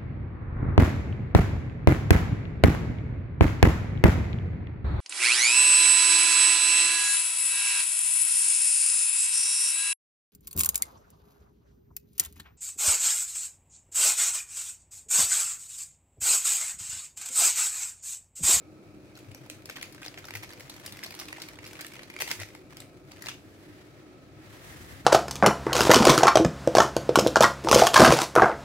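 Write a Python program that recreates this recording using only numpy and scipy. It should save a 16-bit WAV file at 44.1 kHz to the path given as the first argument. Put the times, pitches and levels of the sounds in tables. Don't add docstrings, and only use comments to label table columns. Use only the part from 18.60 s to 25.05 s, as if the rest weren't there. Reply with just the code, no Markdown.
import sys
import numpy as np
from scipy import signal
from scipy.fft import rfft, irfft, next_fast_len
from scipy.io import wavfile
from scipy.ndimage import uniform_filter1d, map_coordinates

SR = 44100
rng = np.random.default_rng(int(sys.argv[2]) if len(sys.argv) > 2 else 0)


def digitize_waveform(pressure):
    field = np.atleast_2d(pressure).T
    bounded = np.clip(field, -1, 1)
    quanta = np.round(bounded * 32767).astype(np.int16)
    wavfile.write(sys.argv[1], SR, quanta)


def voltage_ratio(decibels):
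    exponent = np.asarray(decibels, float) / 20
    return 10 ** exponent


N = 284445
TIME = np.arange(N) / SR
FLURRY = 1024

# time in seconds
# (the flurry begins 1.8 ms earlier), # level in dB, ring in Hz, treble in dB, length in ms.
DEEP_FOLDS = [(.5663, -51.5, 2340, -11, 7), (0.5906, -55, 2750, 4.5, 7.5), (0.7168, -51.5, 2440, 0, 4.6),
              (.7487, -40, 5570, -4.5, 2.5), (0.9005, -40.5, 2550, 5.5, 3),
              (1.0922, -42, 1720, -20, 2.7), (1.0985, -36, 2250, -3, 6.1), (1.159, -44, 2120, -13, 4),
              (1.1841, -44, 1550, -18, 5.9), (1.4627, -37, 3800, -6.5, 4.7), (1.4832, -44, 1980, -4, 4),
              (1.543, -42, 2280, -16, 4.2), (1.5762, -39, 2020, -30, 6.5), (1.6433, -41, 1500, -28, 7.1),
              (1.654, -39.5, 5200, -9, 5.2), (1.708, -37.5, 2060, -7, 4.3), (1.753, -35, 1900, -3.5, 12),
              (1.8326, -39.5, 2070, -5, 9.7), (1.9347, -44.5, 2150, -2, 4.1),
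              (1.9765, -51, 2130, -5, 5.9), (2.008, -42, 2160, -2.5, 3.5), (2.0798, -50, 2070, -12, 3.7),
              (2.098, -39, 3800, -3, 8.1), (2.1417, -46.5, 4390, -2, 6.3), (2.165, -49, 2080, 2, 6.8),
              (2.1997, -47, 1970, 0, 5.5), (2.2504, -48, 2130, -4, 7.7), (2.2788, -43, 2770, -13, 7.7),
              (2.3245, -45.5, 4400, 6, 3.7), (2.35, -49, 2070, -15, 5.1),
                   (2.463, -36.5, 3970, -8, 5.6), (2.5081, -42, 2500, -1, 6), (2.542, -39, 4300, -22, 5.1),
                   (2.5921, -40.5, 3950, 0, 5), (2.6141, -39.5, 2030, -6, 6), (2.621, -41, 1080, -10, 3.7),
                   (2.7835, -40.5, 1010, -22, 5.4), (2.8243, -44, 4520, 5, 4.5),
                   (2.9889, -41, 2020, -20, 4.6), (3.0318, -47.5, 2190, -16, 4.1),
                   (3.0662, -44, 5070, 2, 5.5), (3.0753, -48.5, 2240, 3, 5.5),
                   (3.1113, -45.5, 2170, -6, 6.6), (3.1328, -43, 1620, 0.5, 5.5),
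                   (3.155, -42, 2360, -23, 4.8), (3.2103, -45, 2300, 10.5, 4.6),
                   (3.3424, -44, 2200, -8, 8.9), (3.366, -45, 2370, -12, 6.1), (3.4331, -42, 4160, -10, 6),
                   (3.5403, -43.5, 2270, -10, 5.3), (3.6035, -30.5, 2190, -4, 7.6),
                   (3.6219, -26, 2100, -1.5, 2.9), (3.6775, -33, 2150, -6, 6.8),
                   (3.715, -26.5, 2180, 1, 4.4), (3.7951, -41.5, 1940, -36, 5.1),
                   (3.815, -35.5, 2090, -9, 11), (3.9048, -49, 2000, -12, 5.5),
                   (4.1264, -47.5, 1090, -29, 8.8), (4.661, -37, 4300, -5, 3.5)]
# time in seconds (the flurry begins 1.8 ms earlier), level in dB, ring in Hz, treble in
# dB, length in ms.
THIN_CREASES = [(.5542, -48.5, 3840, -11, 7.6), (.5744, -48.5, 1340, -1, 8.8),
                (.8628, -50.5, 880, -4, 5.5), (1.058, -44.5, 4800, 3, 4), (1.1104, -43.5, 2900, -9, 5),
                (1.124, -50, 2300, -8, 7.9), (1.1633, -38.5, 2900, -15, 6), (1.1702, -37, 1880, -9, 5),
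                (1.2138, -40, 2220, -12, 4.6), (1.2254, -48, 2360, 9, 5), (1.2295, -33.5, 2250, -3, 3.6),
                (1.241, -44, 2500, -11, 3.7), (1.325, -54, 4360, 4, 11), (1.348, -47.5, 1740, -1, 4.5),
                (1.3812, -47, 1590, -25, 5.5), (1.4188, -43.5, 1640, -8, 12),
                (1.432, -39, 2500, -12, 4.9), (1.4461, -45, 2230, 0, 6.1), (1.4516, -37, 3780, -19, 5.9),
                (1.4721, -43.5, 2090, -10, 4.9), (1.586, -43, 2000, -3, 10),
                (1.686, -40, 1720, -12, 3.9), (1.7393, -36.5, 1930, -9, 5.5), (1.772, -47, 1680, 7, 5.2),
                (1.839, -45, 2280, 3, 3.7), (1.8457, -43, 2280, -10, 5.1), (1.8928, -45, 4220, -10, 5.5),
                (1.9062, -43, 1850, -5, 3.9), (1.9257, -41, 4350, -24, 5.5), (1.998, -48, 2150, 1, 11),
                (2.2631, -41, 4800, 8, 6.4),
                (2.3714, -43, 2040, -3, 5.5), (2.392, -39.5, 2160, -9, 3.5),
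                     (2.4312, -37, 1970, -20, 4.7), (2.4375, -35.5, 5250, -2, 10.6),
                     (2.447, -37.5, 2700, -15, 5), (2.5236, -44.5, 2000, -4, 6.5), (2.551, -50, 4160, 9, 5),
                     (2.599, -35.5, 5030, -0.5, 8.2), (2.6555, -45.5, 4100, -4, 5.5),
                     (2.6854, -37.5, 2580, -6, 5), (2.696, -46, 1050, -22, 4.4),
                     (2.728, -35, 1910, -12, 5.8), (2.7634, -43.5, 2120, -21, 7.2),
                     (2.7708, -43, 2080, -27, 4.9), (2.802, -39.5, 4200, -16, 4), (2.82, -37, 4240, 0, 4),
                     (2.838, -42.5, 2120, -21, 5.5), (2.8874, -41, 2260, -3, 5.5),
                     (2.957, -48, 3290, -23, 4.4), (3.0432, -44, 2230, -9, 6.4),
                     (3.052, -42, 4260, -11, 4.4), (3.0608, -44, 2220, -26, 6.5),
                     (3.192, -40.5, 1720, -17, 7), (3.2, -43, 2190, -26, 10), (3.2258, -48, 1720, -18, 6.3),
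                     (3.2479, -36.5, 1960, -15, 3.6), (3.267, -50, 4100, 10.5, 4.8),
                     (3.321, -43, 2300, -11, 4.9), (3.3556, -42, 2270, -9, 5.1),
                     (3.3939, -40, 1970, -41, 5),
                (3.5018, -41, 2100, -7.5, 6.8), (3.5203, -60, 2140, -17, 5.5),
                     (3.5655, -33, 2150, -20, 3.3), (3.5897, -39, 2300, -6, 6.1),
                     (3.608, -29, 2180, -14, 5.5), (3.6157, -34, 2920, 4.5, 4.1), (3.643, -52, 2500, -8, 5),
                     (3.655, -48, 2600, -10, 4.5), (3.667, -43, 2100, -10, 4), (3.688, -40.5, 3000, 2, 10),
                     (3.702, -39, 1510, 1, 6.7), (3.7079, -33, 2200, -16, 4.9),
                     (3.7189, -36, 2100, -9, 5.9), (3.728, -39, 2200, -5, 5), (3.739, -46, 2200, 1, 4.1),
                     (3.8005, -37.5, 2030, -0.5, 7.4), (3.809, -37.5, 2070, -15, 4.7),
                     (3.8217, -39.5, 2500, -2, 5.5), (3.8333, -35.5, 2100, -8, 4.5),
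                     (3.888, -48.5, 2140, -7, 6.4), (3.9509, -43, 2180, -6.5, 3.5),
                (4.171, -41, 5030, -2.5, 2.6), (4.2042, -48.5, 4200, 9.5, 3.7),
                    (4.22, -47.5, 2170, -11, 4.8), (4.515, -49, 2500, -14, 6.3),
                    (4.5197, -42, 4100, -9, 3.1), (4.5708, -48, 2070, -16, 3.9),
                    (4.6232, -44.5, 1950, 6, 5.6), (4.6405, -47, 4300, -14, 5.1),
                    (4.6516, -51, 1890, -15, 4.7), (4.6692, -35, 2100, -14, 5.8),
                    (4.6869, -31, 3460, -9, 5.8), (4.694, -34, 3350, -16, 2.7), (4.7, -40, 2600, -13, 5.4),
                    (4.707, -46, 2470, -14, 5), (4.717, -41, 2660, -17, 6.4),
                    (4.731, -48.5, 2700, -16, 8.9), (4.743, -48, 2570, -13, 5.5)]
FAINT_CREASES = [(.914, -55, 2200, 7, 4), (.932, -53, 2300, -7, 3.5), (.948, -55, 2100, -4, 4),
                 (1.128, -57, 2400, -6, 4), (1.411, -58, 1500, -17, 5.9), (1.625, -52, 2200, -12, 5),
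                 (1.671, -54, 2300, 4, 7), (1.7583, -41, 1500, -6, 3.1), (1.78, -50, 2200, -10, 3.6),
                 (1.827, -46, 2200, -6, 4.6), (1.915, -49, 3500, -3, 3.5), (2.034, -55, 4200, -8, 3.7),
                 (2.181, -48, 1400, -16, 6.2), (2.295, -48, 2000, -3, 5), (2.36, -48, 2100, -10, 5),
                 (2.915, -50, 1800, -16, 4.5), (2.971, -51, 1500, -23, 7.2), (3.169, -49, 2500, -6, 4),
                 (3.2154, -43, 2300, 5, 4), (3.283, -54, 2200, 7, 5.2), (3.337, -47, 2300, 0, 5),
                 (3.422, -50, 2300, -4, 3.5), (3.482, -51.5, 1710, -12, 4.3), (4.564, -53, 1900, -15, 4.5),
                 (4.583, -53, 2200, -14, 4), (4.677, -47, 1900, -12, 5.7)]
# time in seconds (the ring begins 1.4 ms earlier), level in
# dB, ring in Hz.
SHORT_RINGS = [(1.0573, -43, 5300), (1.0998, -41.5, 1500), (1.2294, -44, 3080), (1.4331, -50, 1660),
               (1.4634, -48, 1560), (1.4635, -48, 7810), (1.4827, -35, 5150), (1.5768, -51, 750),
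               (1.5784, -44, 665), (1.644, -49, 3650), (1.6871, -42, 1580), (1.7417, -45, 9450),
               (1.753, -34, 2110), (1.7566, -37, 12100), (1.7727, -45, 7900), (2.2635, -45, 2030),
               (2.4364, -37, 2110), (2.437, -42, 4600), (2.4447, -41, 3970), (2.4472, -42, 5250),
               (2.4581, -44, 2080), (2.4635, -52, 670), (2.5078, -46, 4680), (2.5079, -45, 4850),
               (2.5919, -44, 5490), (2.5985, -43, 11690), (2.6187, -47, 4340), (2.6861, -47, 3870),
               (2.7287, -43, 8840), (2.8253, -50, 1520), (3.2151, -50, 6500), (3.2159, -49, 4100),
               (3.2667, -44, 8830), (3.2673, -44, 2250), (3.2674, -54, 3050), (3.565, -46, 1490),
               (3.5912, -45, 3250), (3.623, -37, 1550), (3.7064, -47, 7340), (3.7069, -38, 4250),
               (3.7141, -47, 3600), (3.7144, -25, 5120), (3.7146, -39, 1000), (3.7151, -44, 1570),
               (3.7284, -46, 11380), (3.7939, -49, 1530), (3.8086, -45, 4150), (3.8192, -42, 1490),
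               (3.9517, -42.5, 870), (4.2036, -56, 4800), (4.2038, -45, 7340), (4.6234, -42, 9720),
               (4.6253, -47, 1870), (4.641, -40, 1830), (4.6604, -40, 2000), (4.6684, -36, 4310),
               (4.6696, -50, 5820), (4.6696, -53, 1000), (4.6864, -34, 1690), (4.6869, -34.5, 2490)]
# time in seconds, level in dB.
HANDLING = [(0, -69.5), (.45, -66), (.6, -61.5), (1.0, -59.5), (1.5, -55), (1.8, -57), (2.3, -51.5),
            (2.75, -51), (2.95, -57), (3.2, -50), (3.47, -56.5), (3.65, -52), (3.9, -56), (3.99, -57.5),
            (4.05, -65.5), (4.12, -56), (4.25, -58), (4.42, -66), (4.7, -47.5), (4.9, -55)]
# frequency in Hz, density in dB
# per Hz.
FILM_COLOUR = [(350, -29), (600, -1.5), (1340, 0.5), (2210, 2), (2680, -2.5), (14200, -16.5), (15800, -16),
               (16500, -76)]
# time in seconds, level in dB.
RUB = [(4.8, -55.5), (5.3, -64), (5.5, -68), (5.72, -68), (5.82, -63), (5.93, -58), (6.0, -58),
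       (6.07, -54.5), (6.12, -55), (6.17, -57.5), (6.22, -53.5), (6.26, -56.5), (6.32, -55), (6.45, -60.5)]
# frequency in Hz, density in dB per Hz.
CLOTH_COLOUR = [(290, -19), (500, -12), (570, -11), (1660, -10.5), (3930, -15.5), (12900, -20),
                (15800, -22), (16500, -51)]
# band centre in Hz, T60 in seconds, level in dB.
ROOM_TAIL = [(646, 0.26, -27.5), (2500, 0.39, -24.5), (5570, 0.23, -16.5), (11400, 0.33, -16.5)]
# frequency in Hz, level in dB.
HUM_COLOUR = [(18, -48), (30, -10), (137, -6), (244, -9.5), (301, -3), (496, -12.5), (566, -11), (628, -11),
              (955, -24.5), (1340, -23), (1840, -31), (2270, -45), (3360, -37.5), (3940, -31), (15800, -47)]
# frequency in Hz, width in Hz, level in dB.
ROOM_TONES = [(136.6, 19.7, -62.5), (203.3, 6.7, -71), (270.5, 7, -66), (310.3, 19.7, -60.5),
              (364.9, 13.9, -63.5), (496.5, 15, -69.5), (1293, 90, -71), (2400, 470, -70.5)]
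# time in seconds, peak in dB, half length in seconds.
DRONE_SWELLS = [
    (0.693, -44, 0.057),
    (0.994, -63, 0.18),
    (1.794, -49.5, 0.15),
    (2.3, -47, 0.078),
    (2.996, -47, 0.057),
    (3.815, -44, 0.04),
    (4.808, -61.5, 0.54),
    (5.8, -63, 0.14),
    (6.45, -50, 0.51),
]
# frequency in Hz, shared part from 0 to 1.
LIKENESS = [(60, 0.8), (200, 0.99), (320, 0.98), (650, 0.79), (900, 0.26), (15000, 0)]
# frequency in Hz, left minus right in dB.
PORT_TILT = [(60, 6), (110, 6.5), (200, -2.5), (380, 0), (700, 2), (1290, -1), (2380, -0.5), (4400, 0),
             (8120, 2), (15000, 1.5)]
# frequency in Hz, angle in radians.
PORT_TURN = [(60, -0.17), (200, -0.45), (400, -0.58), (800, 0.2)]


def along(table, hz):
    table_hz, value = np.transpose(table)
    return np.interp(np.log(np.maximum(hz, 1)), np.log(table_hz), value)


def curve(table):
    return np.interp(TIME, *np.transpose(table))


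def level(x, db):
    return x * voltage_ratio(db) / np.sqrt(np.mean(x ** 2))


def shaped(x, table):
    n = next_fast_len(N)
    gain = voltage_ratio(along(table, np.fft.rfftfreq(n, 1 / SR)))
    return irfft(rfft(x, n) * gain, n)[..., :N]


def band(x, lo_hz, hi_hz):
    return signal.sosfilt(signal.butter(2, [lo_hz, min(hi_hz, .45 * SR)], "band", fs=SR, output="sos"), x)


def walk(rate):
    k = int(SR / rate)
    steps = np.repeat(rng.standard_normal(N // k + 1), k)
    return 1.58 * uniform_filter1d(uniform_filter1d(steps, k), k)[:N]


def pair():
    alike = np.clip(along(LIKENESS, np.fft.rfftfreq(N, 1 / SR)), 0, .99)
    mid, side = rfft(rng.standard_normal((2, N)))
    mid, side = mid * np.sqrt(1 + alike), side * np.sqrt(1 - alike)
    return irfft(np.array([mid + side, mid - side]), N) / 2


def crease(hz, treble_db, length_ms, body_db, both, each, lag):
    t = np.arange(FLURRY) / SR
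    first_break = 1 + 0.13 * np.exp(-((t - 0.0018) / 0.00054) ** 2)
    start = (1 - np.exp(-t / 0.00043)) * first_break
    hold = np.exp(-(1000 * t / np.clip(length_ms, 2, 15)) ** 2.26)
    shape = start * (hold + voltage_ratio(-13) * np.exp(-t / 0.0035))
    both = both + 5.5 * both.std() * (np.arange(FLURRY) == int(.0007 * SR))
    lag_samples = int(np.clip(4 + 3.5 * lag, -8, 14))
    direct = np.array([np.roll(both, lag_samples), both])
    snaps = shape * (2.8 * direct + each)
    opening_s = 0.00083 + .00006 * max(-treble_db, 0)
    snaps = snaps * (6.5 - np.exp(-t / opening_s))

    pole = np.exp(-np.log(1000) * hz / (14.2 * SR))
    ring = signal.lfilter([1, 0, -1], [1, -2 * pole * np.cos(2 * np.pi * hz / SR), pole ** 2], snaps)
    ring = ring * (1 - np.exp(-t / 0.00052))
    body = band(shape * (both + 0.2 * each), 502, 1220)
    crisp = snaps * np.exp(-t / 0.055)
    head = t < .005

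    def at(part, db):
        power = part[:, head].var() / 2 + part[:, head].mean(axis=0).var()
        return voltage_ratio(db) * part / np.sqrt(power)

    ring = at(ring, -1.5 - 2.0 * max(hz / 1000 - 2.6, 0))
    rest = at(band(snaps, 1020, 3030), -6) + at(body, body_db - .4)
    rest = rest + at(band(crisp, 1760, 6500), 0.31 * treble_db - 5.5)
    rest = rest + at(band(crisp, 2030, 14460), treble_db + 0.5)
    return rest + np.array([ring, 0.62 * ring])


def creases(rows, body_db):
    out = np.zeros((2, 2, N + FLURRY))
    for s, db, hz, treble_db, length_ms in rows:
        hardness_db = 3.0 * np.minimum(rng.exponential(size=(3, FLURRY)), 3.5)
        both, *each = rng.standard_normal((3, FLURRY)) * voltage_ratio(hardness_db)
        lag, pan = rng.standard_normal(2)
        sound = crease(hz, treble_db, length_ms, body_db, both, np.array(each), lag)
        pan_db = 0.86 * pan * np.array([[1], [-1]])
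        i = int((s - .0018) * SR)
        out[..., i:i + FLURRY] += voltage_ratio(db - 4.0 + pan_db) * sound
    return out[..., :N]


def short_rings():
    out, t = np.zeros((2, N + FLURRY)), np.arange(FLURRY) / SR
    for s, db, hz in SHORT_RINGS:
        detune, phase, lag = rng.standard_normal((3, 3))
        fall_s = min(0.0026, 10.0 / hz)
        shape = (1 - np.exp(-(t / 0.00042) ** 2)) * np.exp(-t / fall_s)
        late = np.array([t - .0001 * (1 + lag[0]), t])
        modes = 0
        for k, size in enumerate((1, .5, .4)):
            mode_hz = hz * (1 + .08 * detune[k] * k)
            modes = modes + size * np.sin(2 * np.pi * (mode_hz * late + phase[k]))
        i = int((s - .0014) * SR)
        out[:, i:i + FLURRY] += voltage_ratio(db + 6) * shape * modes
    return out[:, :N]


def crackle():
    rate, smear_s = 700, 0.0029
    ticks = (rng.random(N) < rate / SR) * voltage_ratio(2.5 * rng.exponential(size=N))
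    puffs = signal.lfilter([1], [1, -np.exp(-1 / (smear_s * SR))], ticks)
    uneven = voltage_ratio(1.5 * walk(30))
    hiss = 0.32
    film = shaped(rng.standard_normal((2, N)) * uneven * (puffs / puffs.mean() + hiss), FILM_COLOUR)
    put_down = np.clip((4.85 - TIME) / 0.21, 0, 1)
    return voltage_ratio(curve(HANDLING)) * level(film, -0.81) * put_down


def rubbing():
    rub_db = curve(RUB)
    uneven = voltage_ratio(0.11 * walk(25) + 1.0 * walk(120))
    rub = level(shaped(rng.standard_normal((2, N)) * uneven, CLOTH_COLOUR), 5.9)
    rub = rub + band(rub, 3150, 19600) * (voltage_ratio(0.63 * (rub_db + 51.5)) - 1)
    patch = level(band(rub, 1550, 2250), -6.5) * voltage_ratio(2.5 * walk(25) + 0.51 * (rub_db + 54))
    thud_db = -64 + 1.4 * (rub_db + 59.5) + 15 * (TIME - 6.1)
    thud = level(band(pair(), 43, 160), 5.3)
    start = np.clip((TIME - 4.7) / 0.56, 0, 1)
    return start * (voltage_ratio(rub_db) * (rub + patch) + voltage_ratio(thud_db) * thud)


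def room(x):
    t = np.arange(SR // 2) / SR
    tail = 0
    for hz, t60, db in ROOM_TAIL:
        noise = level(band(pair()[:, :len(t)], hz / 3.4, hz * 1.5), db)
        tail = tail + noise * np.exp(-np.log(1000) * t / t60)
    tail = tail * (t > .003) * voltage_ratio(-22.5)
    wet = signal.fftconvolve(x, tail, axes=1)[:, :N]
    return np.array([map_coordinates(w, [np.arange(N) + 1.4 * walk(350)], order=3) for w in wet])


def hum():
    air = level(shaped(pair(), HUM_COLOUR), -53.5)
    swell = voltage_ratio(-57)
    for s, db, half_s in DRONE_SWELLS:
        swell = swell + voltage_ratio(db) * np.exp(-((TIME - s) / half_s) ** 2)
    drone = level(band(pair(), 96.5, 106.5), -8.5) * swell
    tones = 0
    for hz, width_hz, db in ROOM_TONES:
        tone = level(band(pair(), hz - width_hz / 2, hz + width_hz / 2), db)
        tones = tones + tone * voltage_ratio(1.05 * walk(2.69) + 1.6 * walk(11))
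    return air + drone + tones


def scene():
    thin_rows = THIN_CREASES
    fold_snaps, fold_send = creases(DEEP_FOLDS, body_db=-3.5)
    thin_snaps, thin_send = creases(thin_rows, body_db=-12.5)
    faint_snaps, _ = creases(FAINT_CREASES, body_db=-12.5)
    sachet = fold_snaps + thin_snaps + faint_snaps + short_rings() + crackle()
    return sachet + rubbing() + room(fold_send + thin_send) + hum()


def band_limit(x):
    return signal.sosfilt(signal.butter(12, 16810, fs=SR, output="sos"), x)


def record(dry):
    hz = np.fft.rfftfreq(N, 1 / SR)
    half = voltage_ratio(along(PORT_TILT, hz) / 2) * np.exp(.5j * along(PORT_TURN, hz))
    ports = irfft(rfft(dry) * np.array([half, 1 / half]), N)
    ports = signal.sosfilt(signal.butter(4, 42, "high", fs=SR, output="sos"), ports)
    ports = signal.sosfilt(signal.ellip(8, .3, 60, 15850, fs=SR, output="sos"), ports)
    return band_limit(ports)


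dry = scene()
out = record(dry)
digitize_waveform(out)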